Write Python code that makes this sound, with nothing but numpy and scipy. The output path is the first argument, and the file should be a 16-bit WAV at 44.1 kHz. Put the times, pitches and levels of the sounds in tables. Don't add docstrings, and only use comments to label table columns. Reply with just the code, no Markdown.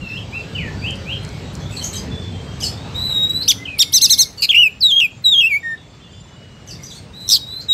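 import sys
import numpy as np
from scipy import signal
from scipy.fft import rfft, irfft, next_fast_len
from scipy.io import wavfile
from scipy.ndimage import uniform_filter1d, minimum_filter1d, map_coordinates

SR = 44100
rng = np.random.default_rng(int(sys.argv[2]) if len(sys.argv) > 2 else 0)


def ratio_of_db(decibels):
    return 10 ** (np.asarray(decibels, float) / 20)


def dump_mix(stems):
    frames = np.atleast_2d(stems).T
    limited = np.clip(frames, -1, 1)
    pcm = np.round(limited * 32767).astype(np.int16)
    wavfile.write(sys.argv[1], SR, pcm)


N = 340893
SPLIT_HZ = 8780

# (frequency [Hz], level [dB])
BEAK = [(2000, -11.5), (3500, -2), (5200, -1), (6600, -0.5), (7800, 5), (9050, -11), (10600, -2),
        (12200, 4), (13800, 0), (15600, -14)]
# (time [s], length [s], rate [per s], swing [share of pitch])
WARBLES = [
    (4.59, .048, 62, .022),
    (4.955, .045, 77, .008),
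    (5.008, .027, 83, .035),
    (2.96, .2, 104, .017),
    (7.17, .12, 90, .028),
    (3.42, .024, 260, .055),
    (7.608, .026, 260, .055),
]


def unit(x):
    return x / np.sqrt(np.mean(x ** 2) + 1e-20)


def along(points, hz):
    f, v = np.transpose(points)
    return np.interp(np.log(hz + 1), np.log(f + 1), v)


def wobble(rate, n=N):
    knots = rng.standard_normal(int(n * rate / SR) + 4)
    return map_coordinates(knots, [np.arange(n) * rate / SR])


def filtered(x, response):
    m = next_fast_len(len(x) + 8192)
    return irfft(rfft(x, m) * response(np.fft.rfftfreq(m, 1 / SR)), m)[:len(x)]


def mix_in(out, start, x):
    out[start:start + len(x)] += x[:len(out) - start]


def columns(rows):
    s, *cols = np.transpose(rows)
    t = np.arange(s[0] - .002, s[-1] + .002, 1 / SR)
    to_end = t[-1] - t + (s[-1] > N / SR - .005)
    edge = np.clip(np.minimum(t - t[0], to_end) / .005, 0, 1)
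    curves = [uniform_filter1d(np.interp(t, s, c), size=180, mode="nearest") for c in cols]
    return round(t[0] * SR), edge, curves


def strokes(rows, attack_s, release_s, start_db, end_db, scoop=1, lift=1):
    tables = []
    for s, length, hz, last, db in rows:
        attack_end = s + min(attack_s, .6 * length)
        release = s + length - min(release_s, 0.27 * length)
        tables.append([(s, hz * scoop, db + start_db), (attack_end, hz, db),
                       (release, last, db), (s + length, last * lift, db + end_db)])
    return tables


def breath(level):
    noise = rng.standard_normal(len(level))
    return level * unit(filtered(noise, lambda hz: ratio_of_db(along(BEAK, hz))))


def membrane(hz, overtones_db, jitter, flutter_db):
    unsteady_hz = hz * (1 + jitter * wobble(220.4, len(hz)))
    phase = 2 * np.pi * (np.cumsum(unsteady_hz) / SR + rng.random())
    tone = np.sin(phase)
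    for k, db in enumerate(overtones_db, 2):
        tone = tone + ratio_of_db(db + along(BEAK, k * hz)) * np.sin(k * phase) * (k * hz < SR / 2)
    return np.sqrt(2) * tone * ratio_of_db(flutter_db * wobble(87.9, len(hz)))


def sing(tables, overtones_db, jitter, flutter_db, air_db, glide=1, flick=0, warbles=(), arched=False):
    out, air, bend = np.zeros(N), np.zeros(N), np.ones(N + SR)
    for s, length, rate, swing in warbles:
        t = np.arange(0, length, 1 / SR)
        mix_in(bend, round(s * SR), swing * np.sin(2 * np.pi * rate * t))
    for rows in tables:
        start, edge, (hz, level) = columns([(s, f, ratio_of_db(db)) for s, f, db in rows])
        if arched:
            s, f, _ = np.transpose(rows)
            u = np.clip((start + np.arange(len(hz))) / SR, s[0], s[-1]) - s[0]
            curve = np.polyval(np.polyfit(s - s[0], f, len(s) - 1), u)
            hz = (hz + curve) / 2
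        hz = uniform_filter1d(hz, max(round(glide), 1), mode="nearest") * bend[start:start + len(hz)]
        hz = hz * (1 + flick * np.exp(-np.arange(len(hz)) / SR / .009))
        mix_in(out, start, edge * level * membrane(hz, overtones_db, jitter, flutter_db))
        mix_in(air, start, edge * level)
    return out + ratio_of_db(air_db) * breath(air)


def walls(x, stretch):
    # (frequency [Hz], time to fall 60 dB [s])
    decay = [(1500, 0.33), (4000, 0.44), (10000, 0.4)]
    hz, t, z = signal.stft(rng.standard_normal(SR * 3 // 4), SR, nperseg=256)
    t60 = stretch * along(decay, hz)[:, None]
    tail = signal.istft(z * ratio_of_db(-60 * t / t60), SR, nperseg=256)[1]
    return signal.fftconvolve(np.pad(x, (500, 0)), tail / np.linalg.norm(tail))[:N]


def yard_level():
    # (time [s], hiss level [dB])
    ducking = [
        (0.0, -49.5),
        (0.5, -46.5),
        (1.9, -45.5),
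        (2.3, -47),
        (3.05, -45.5),
        (3.72, -52),
        (4.8, -56.5),
        (6.3, -56),
        (6.78, -54),
        (7.73, -54.5),
    ]
    s, hiss_db = np.transpose(ducking)
    return np.interp(np.arange(N) / SR, s, hiss_db)


def traffic():
    # (frequency [Hz], density [dB per Hz])
    rumble_spectrum = [(13, -46), (22, -51), (48, -5.5), (87, 1.5), (157, -0.5), (231, -7.5), (284, -10),
                       (600, -26), (780, -49), (1320, -120)]
    # (time [s], width [s], level [dB])
    swells = [(.035, .02, 6), (.09, 0.021, -6), (.42, 0.047, -3), (.63, 0.09, 3.5), (1.08, 0.089, -3),
              (1.16, 0.041, 4), (1.8, 0.069, -2), (2.1, 0.078, 5), (2.65, 0.041, 2.5), (3.0, 0.24, -1),
              (3.7, 0.11, -2), (4.8, 0.076, 2), (6.2, 0.11, 0.5), (6.76, .06, 5), (7.05, 0.056, 1.5)]
    opening_db, follows, lumps_db = -29.5, 1.243, 1.1
    idle_hz, idle_db = 100.6, -9
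    t = np.arange(N) / SR
    rumble = unit(filtered(rng.standard_normal(N), lambda hz: ratio_of_db(along(rumble_spectrum, hz))))
    turns = idle_hz * np.cumsum(1 + 0.0302 * wobble(6)) / SR
    rumble += ratio_of_db(idle_db + 2 * wobble(3)) * np.sin(2 * np.pi * turns)
    gain_db = yard_level()
    level_db = opening_db + follows * (gain_db - gain_db.max())
    swell_db = sum(db * np.exp(-((t - at) / width) ** 2) for at, width, db in swells)
    return ratio_of_db(level_db + swell_db + lumps_db * wobble(4.1)) * rumble


def leaves():
    # (frequency [Hz], density [dB per Hz])
    hiss_spectrum = [(200, -31), (400, 2.5), (800, -3.5), (1600, -8), (2400, -9), (3300, -10), (4500, -12),
                     (6000, -17.5), (8400, -20), (8750, -46.5), (11500, -35.5), (15500, -47)]
    z = signal.stft(rng.standard_normal(N), nperseg=512)[2]
    patches = uniform_filter1d(rng.standard_normal(z.shape), size=4, axis=0)
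    patches = uniform_filter1d(patches, size=14, axis=1)
    noise = signal.istft(z * ratio_of_db(1.84 * unit(patches)), nperseg=512)[1][:N]
    hiss = unit(filtered(noise, lambda hz: ratio_of_db(along(hiss_spectrum, hz))))
    return ratio_of_db(yard_level() + 7.5) * hiss


def far_tones():
    # (time [s], length [s], pitch [Hz], last pitch [Hz], level [dB])
    far_whistles = [(3.85, 0.12, 2180, 2172, -46), (4.13, 0.093, 2190, 2151, -47),
                    (4.23, .07, 2250, 2117, -49.5), (5.6, 0.24, 3650, 3730, -54),
                    (5.77, .11, 3430, 3460, -53), (5.9, .1, 3500, 3470, -59), (6.015, .07, 3480, 3440, -51),
                    (6.11, .25, 3480, 3460, -56), (6.0, 0.22, 3160, 3120, -55.5),
                    (6.03, 0.21, 2850, 2830, -59.5), (6.28, .4, 2956, 2880, -54.5),
                    (6.12, .1, 4950, 4750, -61), (6.28, .05, 6250, 6400, -62)]
    # (time [s], length [s], pitch [Hz], last pitch [Hz], level [dB])
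    engines = [
        (.5, 0.42, 445, 453, -50.5),
        (.92, 0.3, 550, 546, -46),
        (1.217, 0.26, 425, 425, -46.5),
        (1.999, 0.53, 440, 448, -48.5),
        (3.15, 0.6, 272, 278, -47),
        (3.848, 0.35, 282, 278.4, -48),
    ]
    tables = strokes(far_whistles + engines, attack_s=.015, release_s=.1, start_db=-1, end_db=-3)
    return sing(tables, [-30], jitter=.007, flutter_db=3.5, air_db=-45)


def insect():
    # (time [s], length [s], pitch [Hz], last pitch [Hz], level [dB])
    spells = [
        (4.55, .26, 7140, 7200, -60),
        (5.06, 0.16, 7230, 7230, -60),
        (5.1, 0.12, 6580, 6580, -64),
        (5.5, .27, 7250, 7250, -61.5),
        (5.85, .2, 7240, 7270, -69),
        (5.8, 0.41, 6360, 6500, -71.5),
        (6.09, 0.3, 7180, 7180, -63),
        (6.52, .15, 7200, 7200, -68),
    ]
    tables = strokes(spells, attack_s=.01, release_s=.05, start_db=-3, end_db=-4)
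    return sing(tables, [], jitter=.003, flutter_db=4, air_db=-40)


def distant_birds():
    # (time [s], length [s], pitch [Hz], last pitch [Hz], level [dB])
    faint = [(.01, 0.17, 4220, 4100, -48.5), (0.015, 0.13, 3660, 3700, -51), (0.048, 0.15, 5400, 5170, -49),
             (0.248, 0.23, 3900, 4040, -49), (.28, .07, 4700, 5120, -48), (.35, 0.065, 5060, 4500, -50),
             (0.495, 0.091, 3560, 3500, -49), (.52, 0.094, 4750, 4400, -50.5),
             (0.741, 0.13, 4600, 4720, -45.5), (.9, .15, 4800, 4600, -50.5), (.465, .05, 1660, 1640, -43),
             (1.0, 0.32, 3920, 4220, -49), (1.297, .11, 2232, 2190, -44.5), (1.296, 0.1, 4750, 4600, -50.5),
             (1.38, 0.14, 3820, 3840, -51), (1.6, 0.078, 3380, 3620, -42), (7.452, 0.14, 3630, 3570, -46)]
    tables = strokes(faint, attack_s=.03, release_s=.06, start_db=-5, end_db=-6)
    calls = sing(tables, [-30], jitter=.013, flutter_db=4.5, air_db=-20, glide=300)
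    return ratio_of_db(-10) * calls + ratio_of_db(-5) * walls(calls, .6)


def trees():
    spread, least = [7.4, 1900, 6, .08, .12], [.01, 3500, -52, .03, .92]
    calls = []
    for s, hz, db, length, slide in rng.random((36, 5)) * spread + least:
        calls.append([(s, hz, db + 2.5), (s + 0.023, hz * 1.3, db),
                      (s + 0.029 + length, hz * slide, db - 14.5)])
    scatter = sing(calls, [-30], jitter=.008, flutter_db=3, air_db=-30)
    return ratio_of_db(-3) * walls(ratio_of_db(yard_level() + 42.5) * scatter, .6)


def small_birds():
    # (time [s], length [s], pitch [Hz], last pitch [Hz], level [dB])
    dropping = [(1.762, 0.018, 4250, 3950, -30), (1.71, .07, 7750, 7700, -43),
                (1.928, 0.023, 3830, 3790, -27), (1.93, 0.015, 7570, 8500, -33),
                (2.608, 0.031, 3160, 2910, -29), (2.631, .029, 5000, 4450, -21),
                (2.63, 0.02, 8700, 7300, -32), (6.678, .033, 3050, 2750, -43.5),
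                (6.7, 0.024, 4900, 4550, -35.5), (7.2, .016, 7850, 7300, -43),
                (6.9, 0.03, 3700, 3380, -35.5), (7.6, 0.026, 7120, 5800, -48),
                (1.6, 0.015, 5900, 6070, -39.5)]
    # (time [s], length [s], pitch [Hz], last pitch [Hz], level [dB])
    level_cheeps = [(1.705, 0.013, 3510, 3540, -34), (1.716, 0.053, 2530, 2540, -37),
                    (1.77, 0.015, 8330, 8170, -36.5), (1.812, 0.022, 3090, 3160, -26),
                    (1.84, 0.04, 3100, 3040, -43), (1.822, .014, 5980, 5780, -35),
                    (1.835, 0.029, 6270, 6920, -23.5), (1.84, 0.027, 5600, 5900, -37.5),
                    (1.94, 0.039, 3216, 3170, -35), (1.95, 0.025, 6430, 6320, -28.5),
                    (1.97, 0.025, 5040, 4826, -31.5), (2.602, 0.009, 5130, 4970, -25.5),
                    (2.606, .03, 6430, 5550, -29.5), (2.665, 0.035, 4460, 4450, -46),
                    (4.481, .01, 3300, 2690, -35.5), (4.374, .025, 2980, 2920, -41.5),
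                    (4.374, 0.022, 4550, 4430, -34), (6.671, .01, 6620, 6330, -41),
                    (6.677, 0.025, 6070, 5750, -36.5), (6.705, 0.036, 5400, 5200, -42.5),
                    (6.75, .012, 3600, 3400, -46), (6.788, 0.027, 2110, 2180, -44),
                    (6.818, 0.027, 4935, 4900, -47), (6.862, 0.034, 4900, 4650, -45),
                    (6.83, 0.024, 5850, 6320, -38.5), (6.925, 0.016, 6580, 6400, -43.5),
                    (6.935, 0.02, 6000, 5740, -43.5), (6.945, 0.032, 4210, 4360, -41),
                    (6.945, 0.034, 8700, 8530, -46.5), (6.885, .02, 6150, 6250, -48)]
    drops = strokes(dropping, attack_s=.009, release_s=.012, start_db=-12, end_db=-8)
    cheeps = strokes(level_cheeps, attack_s=.006, release_s=.01, start_db=-10, end_db=-8)
    twitter = sing(drops, [-14], jitter=.016, flutter_db=3.5, air_db=-7, flick=.12)
    twitter += sing(cheeps, [-16], jitter=.021, flutter_db=3, air_db=-8)
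    rasping = twitter * ratio_of_db(2.6 * wobble(650))
    dulled = filtered(rasping, lambda hz: ratio_of_db(-2.2 * np.maximum(hz / 1000 - 7.5, 0)))
    return ratio_of_db(-3) * dulled + ratio_of_db(-3) * walls(dulled, .6)


def bird_across_yard():
    # (time [s], pitch [Hz], level [dB])
    phrases = [
        [(0.01, 2806, -37.5), (0.11, 2600, -31), (0.164, 2820, -30.5), (0.181, 3290, -28.5), (0.195, 3280, -45)],
        [(0.545, 3100, -49), (0.556, 2990, -25.5), (0.585, 2560, -28), (0.635, 1935, -36), (0.695, 1730, -35.5)],
    ]
    # (time [s], length [s], pitch [Hz], last pitch [Hz], level [dB])
    rising = [
        (.318, 0.068, 2690, 2700, -26),
        (.815, 0.079, 2705, 3193, -23.5),
        (1.055, .085, 2720, 3244, -24.5),
    ]
    # (time [s], length [s], pitch [Hz], last pitch [Hz], level [dB])
    drawn = [
        (2.1, 0.21, 3490, 3480, -40),
        (2.32, 0.27, 3186, 3200, -44.5),
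        (2.7, 0.27, 3420, 4020, -48.5),
    ]
    risers = strokes(rising, attack_s=0.042, release_s=.008, start_db=-27.0, end_db=-15.0, scoop=.83)
    slow = strokes(drawn, attack_s=.02, release_s=.08, start_db=-6, end_db=-12)
    song = sing(phrases + risers + slow, [-40], jitter=.006, flutter_db=2.2, air_db=-36, glide=200)
    return ratio_of_db(-1.5) * song + ratio_of_db(-2.5) * walls(song, .85)


def next_cage():
    # (time [s], pitch [Hz], level [dB])
    long_notes = [
        [(2.942, 3600, -45), (2.964, 3840, -26), (3.05, 3990, -22.5), (3.09, 3930, -23), (3.135, 3815, -21.5),
         (3.19, 3785, -20), (3.25, 3800, -18.5), (3.263, 3850, -31)],
        [(7.133, 3680, -46), (7.16, 3960, -40), (7.2, 3980, -36.5), (7.29, 4020, -34.5)],
    ]
    # (time [s], length [s], pitch [Hz], last pitch [Hz], level [dB])
    short_notes = [
        (3.258, .04, 3850, 3840, -27),
        (3.29, .03, 3860, 3890, -17.5),
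        (3.316, .03, 3890, 3930, -26),
        (3.338, .048, 3950, 3980, -18.5),
        (7.38, .078, 3820, 3790, -36),
        (3.58, .065, 2020, 2070, -38.5),
    ]
    # (time [s], length [s], pitch [Hz], last pitch [Hz], level [dB])
    flicked_notes = [
        (3.385, 0.058, 4050, 4170, -23.5),
        (7.46, 0.17, 3880, 4145, -32),
    ]
    # (time [s], pitch [Hz], level [dB])
    fall = [
        [(3.655, 3040, -32), (3.679, 2480, -31.5), (3.69, 2590, -34), (3.785, 2300, -36.5)],
    ]
    short = strokes(short_notes, attack_s=0.023, release_s=0.023, start_db=-17.5, end_db=-24.0, scoop=1.0)
    flicked = strokes(flicked_notes, attack_s=0.022, release_s=0.021, start_db=-16.0, end_db=-14.5,
                      scoop=0.96, lift=1.28)
    soft = sing(long_notes + short + flicked, [-26, -28, -42], jitter=0.0026, flutter_db=1.5,
                air_db=-47.5, warbles=WARBLES)
    soft += sing(fall, [-36], jitter=.018, flutter_db=4.5, air_db=-40)
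    return soft + ratio_of_db(-5.5) * walls(soft, 0.49)


def claws():
    # (time [s], peak level [dB])
    ticks = [(0.9078, -21.5), (0.956, -25.5), (1.2492, -19.5), (1.2904, -25), (1.553, -20.5),
             (1.833, -23.5), (2.604, -22), (3.2965, -24), (3.3806, -30), (6.676, -35), (6.817, -40)]
    out, t = np.zeros(N), np.arange(SR // 20) / SR
    for s, db in ticks:
        mix_in(out, round(s * SR), ratio_of_db(db - 14.5 - 60 * t / 0.01) * rng.standard_normal(len(t)))
    ring = [(2000, -27), (4500, 14.5), (7000, 16.0), (15000, -12)]  # (Hz, dB)
    return filtered(out, lambda hz: ratio_of_db(along(ring, hz)))


def trills():
    # (time [s], low pitch [Hz], high pitch [Hz], level [dB])
    shaken = [
        [(4.4215, 2800, 4560, -11), (4.427, 2690, 4580, -14), (4.444, 2600, 4620, -14),
         (4.454, 2514, 4450, -17), (4.462, 2350, 4250, -32)],
        [(7.278, 4005, 5750, -19), (7.285, 4094, 5900, -44), (7.291, 4250, 6070, -14), (7.31, 4050, 5800, -11),
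         (7.326, 3900, 5380, -10.5), (7.342, 3780, 4750, -11), (7.367, 3550, 4320, -17),
         (7.379, 3250, 4270, -34)],
    ]
    low_side_db = [-13, -7.5]
    shake_rate, slows = 123, 19
    full_swing, swing_grows_s = .095, .004
    out = np.zeros(N)
    for rows, lead, side_db in zip(shaken, (-.75, -.07), low_side_db):
        start, edge, (low_hz, high_hz, high_db) = columns(rows)
        rate = shake_rate - slows * np.maximum(high_hz / 1000 - 4.8, 0)
        low_db = high_db + side_db
        swing = full_swing * (1 - np.exp(-np.arange(len(edge)) / SR / swing_grows_s))
        shake = np.cos(2 * np.pi * (np.cumsum(rate) / SR + lead))
        closing = np.sqrt(2 + 2 * shake) * np.clip((high_hz - 5250) / 950, .2, 1)
        low = membrane(low_hz * (1 + .9 * swing * shake), [-12, -20], .035, 3.5)
        low = ratio_of_db(low_db + 7 - 15 * closing) * low
        high = membrane(high_hz * (1 + swing * shake), [-24], .02, 2.5)
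        high = ratio_of_db(high_db + 4.5 - 9.5 * closing) * high
        coupling = ratio_of_db(6.0) * filtered(low * high, lambda hz: hz > 5500)
        air = breath(ratio_of_db(high_db - 12.5 - 6.7 * closing))
        mix_in(out, start, edge * (low + high + coupling + air))
    return out


def arches(side):
    # (time [s], length [s], top pitch of lower side [Hz], of upper side [Hz], level [dB])
    singles = [
        (3.476, 0.048, 3740, 6150, -5.5),
        (3.786, .05, 3854, 5800, -5.5),
    ]
    series = [
        (3.924, 0.069, 4150, 6250, -6.5),
        (4.008, 0.062, 4270, 6480, -4),
        (4.092, 0.06, 4235, 6430, -4.5),
        (4.176, 0.068, 4316, 6470, -7),
    ]
    # (share of length, low pitch [share of top], low level [dB],
    # high pitch [share of top], high level [dB])
    single_arch = [(0, .62, -40, .64, -33), (0.198, .93, -9.5, .92, -6), (0.379, 0.98, -6.5, 1, -2),
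                   (0.603, 0.92, 0.5, 0.96, -5), (0.799, .8, -16.5, .78, -5), (1, 0.522, -21.5, .5, -20)]
    series_arch = [(0, .68, -32, .55, -50), (0.19, .93, -12, .9, -12), (.34, 1, 1.5, 1, 0.5),
                   (0.502, 0.95, -4.5, .97, -2.5), (.75, .87, -12, .83, -4.5), (1, .77, -28, 0.6, -32)]
    tables = []
    for rows, arch in ((singles, single_arch), (series, series_arch)):
        for s, length, *tops, db in rows:
            tables.append([(s + length * row[0], tops[side] * row[1 + 2 * side], db + row[2 + 2 * side])
                           for row in arch])
    return tables


def chirps():
    # (time [s], length [s], pitch [Hz], last pitch [Hz], level [dB])
    murmurs = [
        (3.98, .034, 2660, 2760, -37),
        (4.062, 0.031, 2610, 2690, -33.5),
    ]
    low = sing(arches(side=0), [-13, -20], jitter=.011, flutter_db=2, air_db=-19, glide=120, arched=True)
    high = sing(arches(side=1), [-19], jitter=.008, flutter_db=2, air_db=-20, glide=120, arched=True)
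    low, high = low * ratio_of_db(1.6 * wobble(700)), high * ratio_of_db(1.3 * wobble(700))
    coupling = filtered(low * high, lambda hz: (ratio_of_db(-2.0) * (hz > 6000)
                                                + ratio_of_db(-18.5) * (hz > 1500) * (hz < 3000)))
    links = strokes(murmurs, attack_s=0.011, release_s=0.0083, start_db=8.0, end_db=5.5, scoop=1.2, lift=1.0)
    catch = 1 - 0.67 * np.exp(-((np.arange(N) / SR - 3.5035) / 0.0016) ** 2)
    murmur = sing(links, [-9], jitter=0.0085, flutter_db=-3.0, air_db=-29.0)
    return catch * (low + high + coupling) + murmur


def whistles():
    # (time [s], pitch [Hz], level [dB])
    phrase_1 = [
        [(4.488, 2450, -28), (4.495, 3660, -8.5), (4.502, 3140, -12.5), (4.509, 3320, -6), (4.524, 2330, -20.5),
         (4.533, 3070, -12.5), (4.541, 2060, -31)],
        [(4.541, 2024, -21.5), (4.55, 2870, -7), (4.559, 2580, -10), (4.57, 2805, -6), (4.603, 2932, -6.5),
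         (4.634, 2827, -7), (4.64, 2690, -9.5), (4.673, 2520, -12), (4.685, 2340, -29.5)],
    ]
    phrase_2 = [
        [(4.806, 5350, -27.5), (4.818, 4610, -17.5), (4.836, 3958, -7.5), (4.858, 3854, -9), (4.882, 3770, -16),
         (4.924, 3195, -10), (4.959, 3240, -17), (4.966, 3264, -9), (4.999, 3263, -8.5)],
        [(5.0, 3207, -11.5), (5.002, 3330, -1), (5.01, 2790, -14), (5.016, 2850, -10), (5.05, 2508, -11.5),
         (5.062, 2402, -18.5), (5.068, 2410, -44)],
    ]
    phrase_3 = [
        [(5.24, 4100, -39), (5.25, 3960, -12.5), (5.264, 3860, -8.5), (5.312, 3785, -16), (5.332, 3564, -9),
         (5.354, 3213, -12.5), (5.398, 3274, -7.5), (5.408, 3270, -15.5), (5.432, 3190, -32)],
        [(5.401, 3010, -20.5), (5.407, 2916, -10), (5.416, 2830, -13.5), (5.43, 2633, -14.5),
         (5.448, 2565, -10.5), (5.47, 2727, -11.5), (5.484, 2760, -29), (5.49, 2590, -25.5)],
        [(5.49, 2520, -30), (5.526, 2266, -15.5), (5.542, 2194, -12), (5.564, 2260, -14), (5.576, 2360, -23.5),
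         (5.584, 2440, -34)],
    ]
    # (time [s], length [s], pitch [Hz], last pitch [Hz], level [dB])
    level_notes = [
        (5.628, 0.13, 1846, 1802, -23.5),
        (7.685, 0.092, 3793, 3850, -11.5),
    ]
    # (time [s], length [s], beats [per s], depth [0-1])
    breaks = [
        (4.5035, .03, 195, .65),
        (4.549, .017, 290, .85),
        (4.898, .03, 200, .75),
        (4.994, .022, 140, .85),
        (5.016, .012, 300, .4),
        (5.34, .06, 300, .2),
        (5.4, .02, 300, .15),
    ]
    # (time [s], length [s], depth [0-1])
    catches = [
        (4.5742, .003, .75),
        (4.579, 0.003, 0.7),
        (4.614, 0.0064, .6),
        (4.62, 0.0037, 0.5),
        (4.976, .011, 0.5),
        (4.991, 0.015, .3),
        (5.275, 0.016, 0.4),
        (5.375, 0.012, 0.5),
        (5.403, .004, 0.7),
    ]
    overtones = [-28, -34, -38, -33, -39]
    gain, leak = np.ones(N), np.zeros(N)
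    for s, length, rate, depth in breaks:
        t = np.arange(0, length, 1 / SR)
        share = depth * np.sin(np.pi * t / length)
        mix_in(gain, round(s * SR), -.6 * share * (1 - np.cos(2 * np.pi * rate * t)))
        mix_in(leak, round(s * SR), share)
    for s, length, depth in catches:
        mix_in(gain, round((s - length / 2) * SR), -depth * np.hanning(round(length * SR)))
    level = strokes(level_notes, attack_s=0.031, release_s=0.017, start_db=-15.5, end_db=-21,
                    scoop=1.02, lift=0.98)
    tone = sing(phrase_1 + phrase_2 + phrase_3 + level, overtones, jitter=.0015, flutter_db=.6,
                air_db=-57, glide=100, warbles=WARBLES)
    bright = filtered(tone, lambda hz: (hz > 4800) & (hz < 8700))
    hoarse = leak * wobble(1200) * (.17 * tone + 1.5 * bright)
    escaping = breath(leak * uniform_filter1d(np.abs(tone), size=200))
    air = filtered(escaping, lambda hz: ratio_of_db(-12.0 * (hz > SPLIT_HZ)))
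    return gain * tone + hoarse + ratio_of_db(-24.5) * air


def scene():
    # (delay [s], level [dB])
    echoes = [(.0021, -19), (.0047, -20), (.0088, -21), (.0135, -23), (.022, -26)]
    background = traffic() + leaves() + far_tones() + insect()
    neighbours = distant_birds() + trees() + small_birds() + bird_across_yard() + next_cage()
    singer = claws() + trills() + chirps() + whistles()
    close = sum(ratio_of_db(db) * np.pad(singer, (round(s * SR), 0))[:N] for s, db in echoes)
    return (background + neighbours + singer + close + ratio_of_db(-22) * walls(singer, 0.79))[None]


def limiter(x):
    need = np.minimum(1, .94 / (np.abs(x) + 1e-9))
    return x * uniform_filter1d(minimum_filter1d(need, size=120), size=60)


def spectra(x):
    return signal.stft(x, SR, nperseg=256)[2]


def tiled(z, size=(6, 8)):
    power = np.abs(z) ** 2
    for axis, step in enumerate(size):
        sums = np.add.reduceat(power, np.arange(0, z.shape[axis], step), axis=axis)
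        power = np.repeat(sums, step, axis=axis).take(np.arange(z.shape[axis]), axis=axis)
    return power + 1e-16


def copied_treble(x):
    # (from [Hz], to [Hz], shift [Hz])
    shifts = [(8950, 15690, 8260)]
    bottom_hz, top_hz, guard_hz = shifts[0][0], 15690, 300
    copy = np.zeros(N)
    for lo_hz, hi_hz, shift_hz in shifts:
        middle = filtered(x, lambda hz: (hz > lo_hz - shift_hz) & (hz < hi_hz - shift_hz))
        band = signal.hilbert(middle, next_fast_len(N))[:N]
        copy += np.real(band * np.exp(2j * np.pi * shift_hz * np.arange(N) / SR))
    z = spectra(copy)
    true = tiled(spectra(filtered(x, lambda hz: hz > bottom_hz + guard_hz)))
    hush = spectra(rng.standard_normal(N))
    rebuilt = z * np.minimum(np.sqrt(true / tiled(z)), 1.6)
    rebuilt = rebuilt + ratio_of_db(-5.5) * hush * np.sqrt(true / tiled(hush))
    treble = signal.istft(rebuilt, SR, nperseg=256)[1][:N]
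    return filtered(treble, lambda hz: (hz > bottom_hz) & (hz < top_hz))


def roll_off(x):
    return signal.sosfilt(signal.butter(12, 15680, fs=SR, output="sos"), x)


def record(dry):
    held = limiter(dry[0])
    mix = filtered(held, lambda hz: hz < SPLIT_HZ) + copied_treble(held)
    return roll_off(mix[None])


dry = scene()
out = record(dry)
dump_mix(out)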